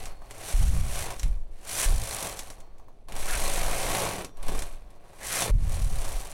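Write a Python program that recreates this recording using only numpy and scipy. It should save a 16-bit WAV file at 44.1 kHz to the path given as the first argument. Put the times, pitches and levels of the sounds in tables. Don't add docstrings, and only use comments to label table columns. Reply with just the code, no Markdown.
import sys
import numpy as np
from scipy import signal
from scipy.fft import rfft, irfft, next_fast_len
from scipy.io import wavfile
from scipy.ndimage import uniform_filter1d, minimum_filter1d

SR = 44100
rng = np.random.default_rng(int(sys.argv[2]) if len(sys.argv) > 2 else 0)


def store_pcm(level_fs):
    pcm = np.round(np.clip(level_fs, -1, 1) * 32767).astype(np.int16)
    wavfile.write(sys.argv[1], SR, np.atleast_2d(pcm).T)


N = 279133
TIME = np.arange(N) / SR


def from_db(db):
    return 10 ** (np.asarray(db) / 20)


def even(x, span_s):
    size = max(int(span_s * SR), 8)
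    power = uniform_filter1d(uniform_filter1d(x * x, size), size)
    floor = 1e-4 * np.mean(x * x)
    return x / np.sqrt(np.maximum(power, 0) + floor)


def colour(x, spectrum):
    size = next_fast_len(len(x) + SR // 4)
    hz, db = np.transpose(spectrum)
    bins_hz = np.fft.rfftfreq(size, 1 / SR)
    gain = from_db(np.interp(np.log(bins_hz + 1), np.log(hz), db))
    gain = gain / np.sqrt(np.mean(gain ** 2))
    cepstrum = irfft(np.log(gain), size)
    cepstrum[1:size // 2] *= 2
    cepstrum[size // 2 + 1:] = 0
    response = np.exp(rfft(cepstrum))
    return irfft(rfft(x, size) * response, size)[:len(x)]


def resonate(x, modes):
    out, power = 0, 0
    for hz, width, db in modes:
        r = np.exp(-np.pi * width / SR)
        gain = from_db(db)
        top = gain * (1 - r * r) / 2
        poles = [1, -2 * r * np.cos(2 * np.pi * hz / SR), r * r]
        out = out + signal.lfilter([top, 0, -top], poles, x + 1e-18)
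        power += gain ** 2 * np.pi * width / SR
    return out / np.sqrt(power)


def ring_on(x, t60, tail_db):
    r = from_db(-120 / (t60 * SR))
    energy = signal.lfilter([1 - r], [1, -r], x * x + 1e-18)
    return x + from_db(tail_db) * np.sqrt(energy) * rng.standard_normal(len(x))


def clicks(times, heights):
    out = np.zeros(N)
    places = np.round(np.asarray(times) * SR).astype(int)
    out[np.clip(places, 0, N - 1)] = heights
    return out


def crack(hits, t60):
    r = from_db(-60 / (t60 * SR))
    return signal.lfilter([1], [1, -r], hits + 1e-18) * rng.choice([-1, 1], len(hits))


def held(s, rise_s, hold_s, fade_db_per_s):
    rise = np.clip(1 + (TIME - s) / rise_s, 0, 1) ** 2
    return rise * from_db(-fade_db_per_s * np.maximum(TIME - s - hold_s, 0))


def drift(span_s):
    size = int(span_s * SR)
    slow = uniform_filter1d(uniform_filter1d(rng.standard_normal(N), size), size)
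    return slow / np.std(slow)


# frequency in Hz, relative level in dB.
HUSH_COLOUR = [(30, 3.5), (150, -3), (600, -5), (1500, -28), (5000, -34), (15000, -92.5)]


def room_hush(level_db=-59.5):
    return from_db(level_db) * colour(rng.standard_normal(N), HUSH_COLOUR)


def room(x, t60=0.19, delay_s=0.0045):
    t = TIME[:SR // 2]
    echoes = rng.standard_normal(len(t)) * from_db(-60 * t / t60) * (t > delay_s)
    return signal.fftconvolve(x, echoes / np.linalg.norm(echoes))[:N]


# time in seconds, speed in needles per second, needle rattle in dB, bed rumble in dB.
SETTLE = [(0, 33.5, -49, -46.5), (.07, 22.6, -54, -48.5), (.19, 11, -74, -63)]
FIRST_OUT = [(.3, 22, -60, -55), (0.499, 47, -38.5, -44), (.66, 74, -38.5, -45), (.84, 69, -47.5, -50),
             (1.0, 60, -36, -40), (1.131, 34.6, -51, -44.5), (1.181, 39, -53, -56.5),
             (1.281, 15, -57.5, -55.5), (1.459, 5.4, -80, -70.5)]
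FIRST_BACK = [(1.63, 50, -59, -57.5), (1.691, 49, -38, -48), (1.849, 70, -26, -37), (1.881, 56, -34, -38),
              (1.981, 52, -42.5, -47.5), (2.1, 55.6, -37, -42), (2.26, 45.5, -37, -41),
              (2.361, 19.3, -47.5, -46.5), (2.51, 20.2, -55, -54.5), (2.701, 5.3, -85, -64.5)]
SECOND_OUT = [(3.071, 8.1, -81, -74), (3.091, 14.1, -65, -51), (3.179, 25.6, -44, -45),
              (3.33, 45, -35.5, -41.5), (3.56, 52, -35, -36.5), (3.649, 60, -38, -36.5),
              (4.02, 59, -34.5, -33.5), (4.22, 32, -47.5, -42), (4.32, 9.3, -87, -68)]
NUDGE = [(4.41, 14.8, -67, -52), (4.47, 40, -50, -45.5), (4.579, 30, -45, -46.5), (4.701, 14, -55.5, -53.5),
         (4.85, 9.1, -76.5, -61.5), (5.02, 8.5, -74.5, -61.5)]
SECOND_BACK = [(5.18, 40, -59, -57), (5.27, 57.5, -35.5, -46.5), (5.428, 57.7, -28.5, -35),
               (5.5, 49.6, -45, -40.5), (5.719, 41, -43.5, -45.5), (5.9, 36.4, -48, -52),
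               (6.05, 30.5, -42.5, -44), (6.33, 13.8, -49, -51.5)]


def motion():
    pushes = [*SETTLE, *FIRST_OUT, *FIRST_BACK, *SECOND_OUT, *NUDGE, *SECOND_BACK]
    s, *columns = np.transpose(pushes)
    return [np.interp(TIME, s, column) for column in columns]


USUAL_RUMBLE_DB = -45.5

# time fully up in seconds, hold in seconds, level in dB.
ROCKINGS = [(0.046, 0.029, -32), (0.94, 0.039, -30), (1.26, 0.14, -27), (2.436, 0.35, -40.5),
            (3.2, 0.49, -23.5), (4.475, 0.042, -20.5), (5.926, 0.09, -22.5)]
# frequency in Hz, relative level in dB.
SWAY_COLOUR = [(3, -17.5), (10, 4), (22, -3), (34, -18), (46, -15.5), (65, -30), (140, -53), (400, -90)]
TREMBLE_COLOUR = [(20, 5), (45, 1.5), (70, -4), (105, -2), (140, -12.5), (220, -24.5), (500, -65)]
# time fully up in seconds, hold in seconds, level in dB, fade in dB per second.
GUSTS = [(0.601, 0.11, -17.5, 73), (1.254, 0.017, -32.5, 150), (1.903, .04, -22.5, 151),
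         (5.543, 0.0088, -8, 105), (5.757, 0.13, -31, 54)]
# frequency in Hz, relative level in dB.
BUFFET_COLOUR = [(20, -4), (42, 2), (65, -1.5), (85, -3.5), (120, -6.5), (170, -18.5), (260, -30),
                 (500, -54), (1500, -82)]


def swaying():
    _, _, rumble_db = motion()
    gust = np.max([from_db(db) * held(s, 0.06, hold, fade) for s, hold, db, fade in GUSTS], axis=0)
    rock = np.max([from_db(db) * held(s, 0.2, hold, 57.5) for s, hold, db in ROCKINGS], axis=0)
    still = from_db(-47)
    sway = np.hypot(np.hypot(rock, gust), still)
    tremble = from_db(-47.5 + 0.63 * (rumble_db - USUAL_RUMBLE_DB))
    out = sway * even(colour(rng.standard_normal(N), SWAY_COLOUR), span_s=0.069)
    out += tremble * even(colour(rng.standard_normal(N), TREMBLE_COLOUR), span_s=0.088)
    out += gust * even(colour(rng.standard_normal(N), BUFFET_COLOUR), span_s=0.059)
    return out


# start in seconds, relative level in dB, pitch in Hz.
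THUDS = [(0.539, -3, 34.4), (1.236, -11, 31), (1.286, -12.5, 39.2), (1.859, -3.5, 30.3),
         (3.528, -25, 27.94), (3.66, -20, 31), (3.85, -18, 22.13), (5.511, 11.5, 35.6),
         (5.815, -11.5, 35.4), (6.14, -18, 32)]


def thuds(t60=0.27, rise_s=0.0079):
    out = np.zeros(N)
    for s, db, hz in THUDS:
        age = np.clip(TIME - s, 0, 1)
        envelope = from_db(db - 60 * age / t60) * (1 - np.exp(-age / rise_s))
        out += envelope * np.sin(2 * np.pi * hz * age)
    return out


# start in seconds, relative level in dB.
KNOCKS = [(.219, -44), (1.12, -34.5), (2.664, -60), (2.797, -49), (2.883, -49), (4.062, -28), (4.385, -52),
          (4.485, -30.5), (4.549, -36)]
# frequency in Hz, relative level in dB.
BED_COLOUR = [(300, -15), (440, -16.5), (540, 2), (700, 5.5), (900, -2.5), (1100, 1), (1400, -16.5),
              (2600, -27.5)]
# pitch in Hz, width in Hz, relative level in dB.
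BED_MODES = [(547.7, 5.7, 9.5), (588, 64, 7.5), (720, 41, 4), (771.6, 10, 12), (861, 88, 2.5),
             (1043, 140, -1.5)]
TABLE_MODES = [(113.7, 14, 10), (179.6, 39, 7.5), (275, 57, 1.5), (365, 34, -0.5), (400, 40, 2),
               (418, 54, -13), (463, 14, -12)]


def table_knocks():
    s, db = np.transpose(KNOCKS)
    bumps = ring_on(crack(clicks(s, from_db(db)), t60=0.031), t60=0.27, tail_db=-2)
    out = colour(bumps, BED_COLOUR)
    out += from_db(-7.5) * resonate(bumps, TABLE_MODES)
    return out + from_db(-26.0) * resonate(bumps, BED_MODES)


# start in seconds, starting level in dB, pitch in Hz.
SPRING_HITS = [(.055, -60, 4350), (1.23, -73, 5745), (2.391, -70, 4350), (2.502, -77, 5745),
               (2.605, -73.5, 4350), (4.247, -64, 5745)]


def springs(t60=0.98):
    out = np.zeros(N)
    for s, db, hz in SPRING_HITS:
        age = np.maximum(TIME - s, 0)
        out += from_db(db - 60 * age / t60) * np.sin(2 * np.pi * hz * age)
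    return out


# pitch in Hz, width in Hz, relative level in dB.
STEEL_MODES = [(1574, 22, 2), (2266, 15, -13), (3200, 16, 1), (3545, 12, 8), (4000, 14, -0.5),
               (4370, 10, -16), (4300, 5.1, 1.5), (5744, 6.7, 4.5), (6000, 15, 6), (6680, 16, 3.5),
               (7720, 16, -16), (8200, 19, -2), (8400, 38, -2.5), (8700, 35, -22), (11700, 4.2, -12)]


def steel_ringing(machine):
    spread = ring_on(machine, t60=0.0035, tail_db=5.0)
    return from_db(-28.0) * resonate(spread, STEEL_MODES)


# middle in seconds, length in seconds, level in dB, pitch in Hz, width in Hz.
SQUEALS = [(1.824, 0.088, -38, 1846, 600), (3.296, 0.038, -35.5, 1550, 400),
           (3.342, 0.046, -36.5, 1420, 300), (3.342, 0.05, -39.5, 2280, 300), (3.448, .05, -44, 4200, 130),
           (5.238, 0.056, -44.5, 1850, 300), (5.356, .14, -38, 1635, 597.5)]


def squeals():
    out = np.zeros(N)
    for s, length, db, hz, width in SQUEALS:
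        swell = np.exp(-(2 * (TIME - s) / length) ** 2)
        tone = resonate(rng.standard_normal(N), [(hz, width, 0)])
        out += from_db(db) * swell * even(tone, span_s=0.061)
    return out


# start in seconds, relative level in dB,
# bright ring and bed knock, both in dB on top of that level.
CLACKS = [(0.056, -28.5, 0, -22), (0.309, -30.5, -3, -7), (1.1044, -25.5, -2, -11),
          (1.1954, -28.5, 4.5, -22.5), (1.2311, -24, -3, -29), (2.391, -21, 0, -28),
          (2.5018, -30.5, 0.5, -4), (2.603, -41, -1, -24), (2.7821, -50, -2, -21), (3.0856, -35, -13, 2),
          (3.1219, -27.5, -14, -11), (3.164, -24.5, -5, -11), (3.9494, -13.5, -17, -18),
          (4.2466, -25, -3, -23), (4.3707, -41, -8, -13), (4.4287, -28, -13, -18), (4.4819, -23, -7, -16),
          (4.547, -32, -6, -15), (4.5902, -24, 2, -12), (4.6211, -23, -4, -15), (4.9041, -45, -9, -20),
          (5.4206, -10, -2.5, -7), (6.1684, -36, -4, -14)]
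# frequency in Hz, relative level in dB.
CLACK_COLOUR = [(200, 17.5), (800, 9), (2000, 15.5), (4000, 14.5), (6000, 7), (10500, 14), (13000, 3),
                (16000, -16)]
# pitch in Hz, width in Hz, relative level in dB.
LEVER_MODES = [(2000, 190, -9), (4100, 110, -13), (5700, 180, 1.5), (6300, 1200, 2.5), (7400, 540, -2)]


def levers():
    s, db, ring_db, knock_db = np.transpose(CLACKS)
    snap = crack(clicks(s, from_db(db - 10.5)), t60=0.02)
    snap = ring_on(snap, t60=0.069, tail_db=1.0)
    ring = crack(clicks(s, from_db(db + ring_db - 9.5)), t60=0.018)
    ring = ring_on(ring, t60=0.085, tail_db=-2)
    knock = crack(clicks(s, from_db(db + knock_db - 1)), t60=0.0044)
    knock = ring_on(knock, t60=0.077, tail_db=2.0)
    out = colour(snap, CLACK_COLOUR) + resonate(ring, LEVER_MODES)
    return out + colour(knock, BED_COLOUR) + from_db(-4.5) * resonate(knock, TABLE_MODES)


# first tick in seconds, end in seconds.
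RETURNS = [(1.8703, 2.7), (5.6722, 6.33)]


def needles_passed(speed):
    travel = np.cumsum(speed) / SR
    for start, _ in RETURNS:
        travel = travel - np.interp(start, TIME, travel) * (TIME > start)
    return travel


def needle_hits(travel, jitter_s=0.0002, uneven_db=1.3):
    times = TIME[1:][np.diff(np.floor(travel)) > 0]
    chance = rng.standard_normal((len(times), 2))
    return clicks(times + jitter_s * chance[:, 0], from_db(uneven_db * chance[:, 1]))


def cam_ticks(hits, length_s=0.0032):
    graze = np.hanning(int(length_s * SR)) ** 2
    return np.convolve(hits, graze, "same") * rng.choice([-1, 1], N)


def rubbing(density, surge, spread_db):
    born = rng.random(N) < density / SR
    size = from_db(spread_db * np.clip(rng.standard_normal(N), -2, 2))
    grains = born * rng.choice([-1, 1], N) * size
    return surge * even(ring_on(grains, t60=0.01, tail_db=2), span_s=0.12)


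# time fully up in seconds, hold in seconds, level in dB.
GROANS = [(1.005, 0.13, -49.5), (3.096, 0.068, -58), (3.847, .38, -41), (4.486, 0.055, -38.5),
          (5.43, 0.074, -39)]


def table_growl(bed_db):
    groan = np.max([from_db(db) * held(s, 0.031, hold, 180) for s, hold, db in GROANS], axis=0)
    steady = from_db(-51 + 0.97 * (bed_db - USUAL_RUMBLE_DB))
    return np.hypot(groan, steady)


# speed in needles per second, tick level before the extra on returns, in dB.
TICKS_BY_SPEED = [(8, -7), (24, -11.5), (53, -5), (62, -16)]
# frequency in Hz, relative level in dB.
LATCH_COLOUR = [(1500, -45), (3000, -3.5), (4200, -8.5), (5000, -6.5), (5750, 0.5), (6700, -2), (8200, 0.5),
                (9500, 1), (11000, -1.5), (12500, -7.5), (15500, -15.5)]
TICK_COLOUR = [(300, -18), (1500, -43), (3200, -0.5), (4200, 9), (5100, 2.5), (5800, 0), (7000, 4.5),
               (9000, 8), (11000, 3), (13000, -3), (16000, -13.5)]
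SHELL_COLOUR = [(600, -18.5), (1200, 0.5), (1700, 3), (2400, 6.5), (3300, -1.5), (4300, 1.5), (7000, -20)]
TABLE_COLOUR = [(70, -17), (150, 2.5), (240, -3), (340, 4), (470, 6.5), (600, -8), (1000, -38)]
# pitch in Hz, width in Hz, relative level in dB.
SHELL_MODES = [(1510, 120, 3), (1770, 660, 5), (2367, 31, 8.5), (3065, 40, -2)]


def carriage(surge_db=1.3, contacts_per_needle=70, idle_contacts_per_s=2000):
    speed, rattle_db, bed_db = motion()
    returning = sum((TIME > start) & (TIME < end) for start, end in RETURNS)
    tick_db = np.interp(speed, *np.transpose(TICKS_BY_SPEED)) + 5 * returning
    shell_db = bed_db + 0.46 * (rattle_db - bed_db) - 2.5 - 1.5 * returning
    bed_db = bed_db + 1.3 * drift(span_s=0.035)
    growl = table_growl(bed_db)

    travel = needles_passed(speed)
    hits = needle_hits(travel)
    ticks = from_db(tick_db) * even(cam_ticks(hits), span_s=0.13)
    surge = from_db(surge_db * np.cos(2 * np.pi * (travel - 0.1)))
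    density = idle_contacts_per_s + contacts_per_needle * speed

    latches = ring_on(rubbing(density, surge, spread_db=9.5), t60=0.023, tail_db=-3)
    cams = ring_on(ticks, t60=0.051, tail_db=-11)
    needles = colour(latches, LATCH_COLOUR) + colour(cams, TICK_COLOUR)

    shell = colour(rubbing(density, surge, spread_db=6.0) + from_db(-16) * ticks, SHELL_COLOUR)
    shell += from_db(-8) * resonate(rubbing(density, surge, spread_db=-1.5), SHELL_MODES)

    push = even(hits, span_s=0.099)
    bed = colour(rubbing(density, surge, spread_db=1.0) + from_db(-12.5) * push, BED_COLOUR)
    bed += from_db(-2.5) * resonate(rubbing(density, surge, spread_db=3.0), BED_MODES)

    table = from_db(-4.5) * colour(rubbing(density, surge, spread_db=3.0), TABLE_COLOUR)
    shove = from_db(-6) * rubbing(density, surge, spread_db=4.5) + from_db(-4.5) * push
    table += resonate(shove, TABLE_MODES)

    out = from_db(rattle_db) * even(needles, span_s=0.081)
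    out += from_db(shell_db) * even(shell, span_s=0.12)
    out += from_db(bed_db) * even(bed, span_s=0.03)
    return out + growl * even(table, span_s=0.082)


def scene():
    machine = carriage() + levers() + squeals() + table_knocks()
    machine = machine + steel_ringing(machine) + springs()
    shaking = swaying() + thuds()
    return (machine + from_db(-14.5) * room(machine) + shaking + room_hush())[None]


def record(dry, ceiling=0.205, release_db_per_s=110, cutoff_hz=15900):
    over_db = 20 * np.log10(np.maximum(np.abs(dry) / ceiling, 1))
    release_db = release_db_per_s * TIME
    duck_db = np.maximum.accumulate(over_db + release_db, axis=-1) - release_db
    gain = uniform_filter1d(minimum_filter1d(from_db(-duck_db), size=257), size=257)
    low_pass = signal.ellip(12, 0.1, 90, cutoff_hz, fs=SR, output="sos")
    return signal.sosfilt(low_pass, dry * gain)


dry = scene()
out = record(dry)
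store_pcm(out)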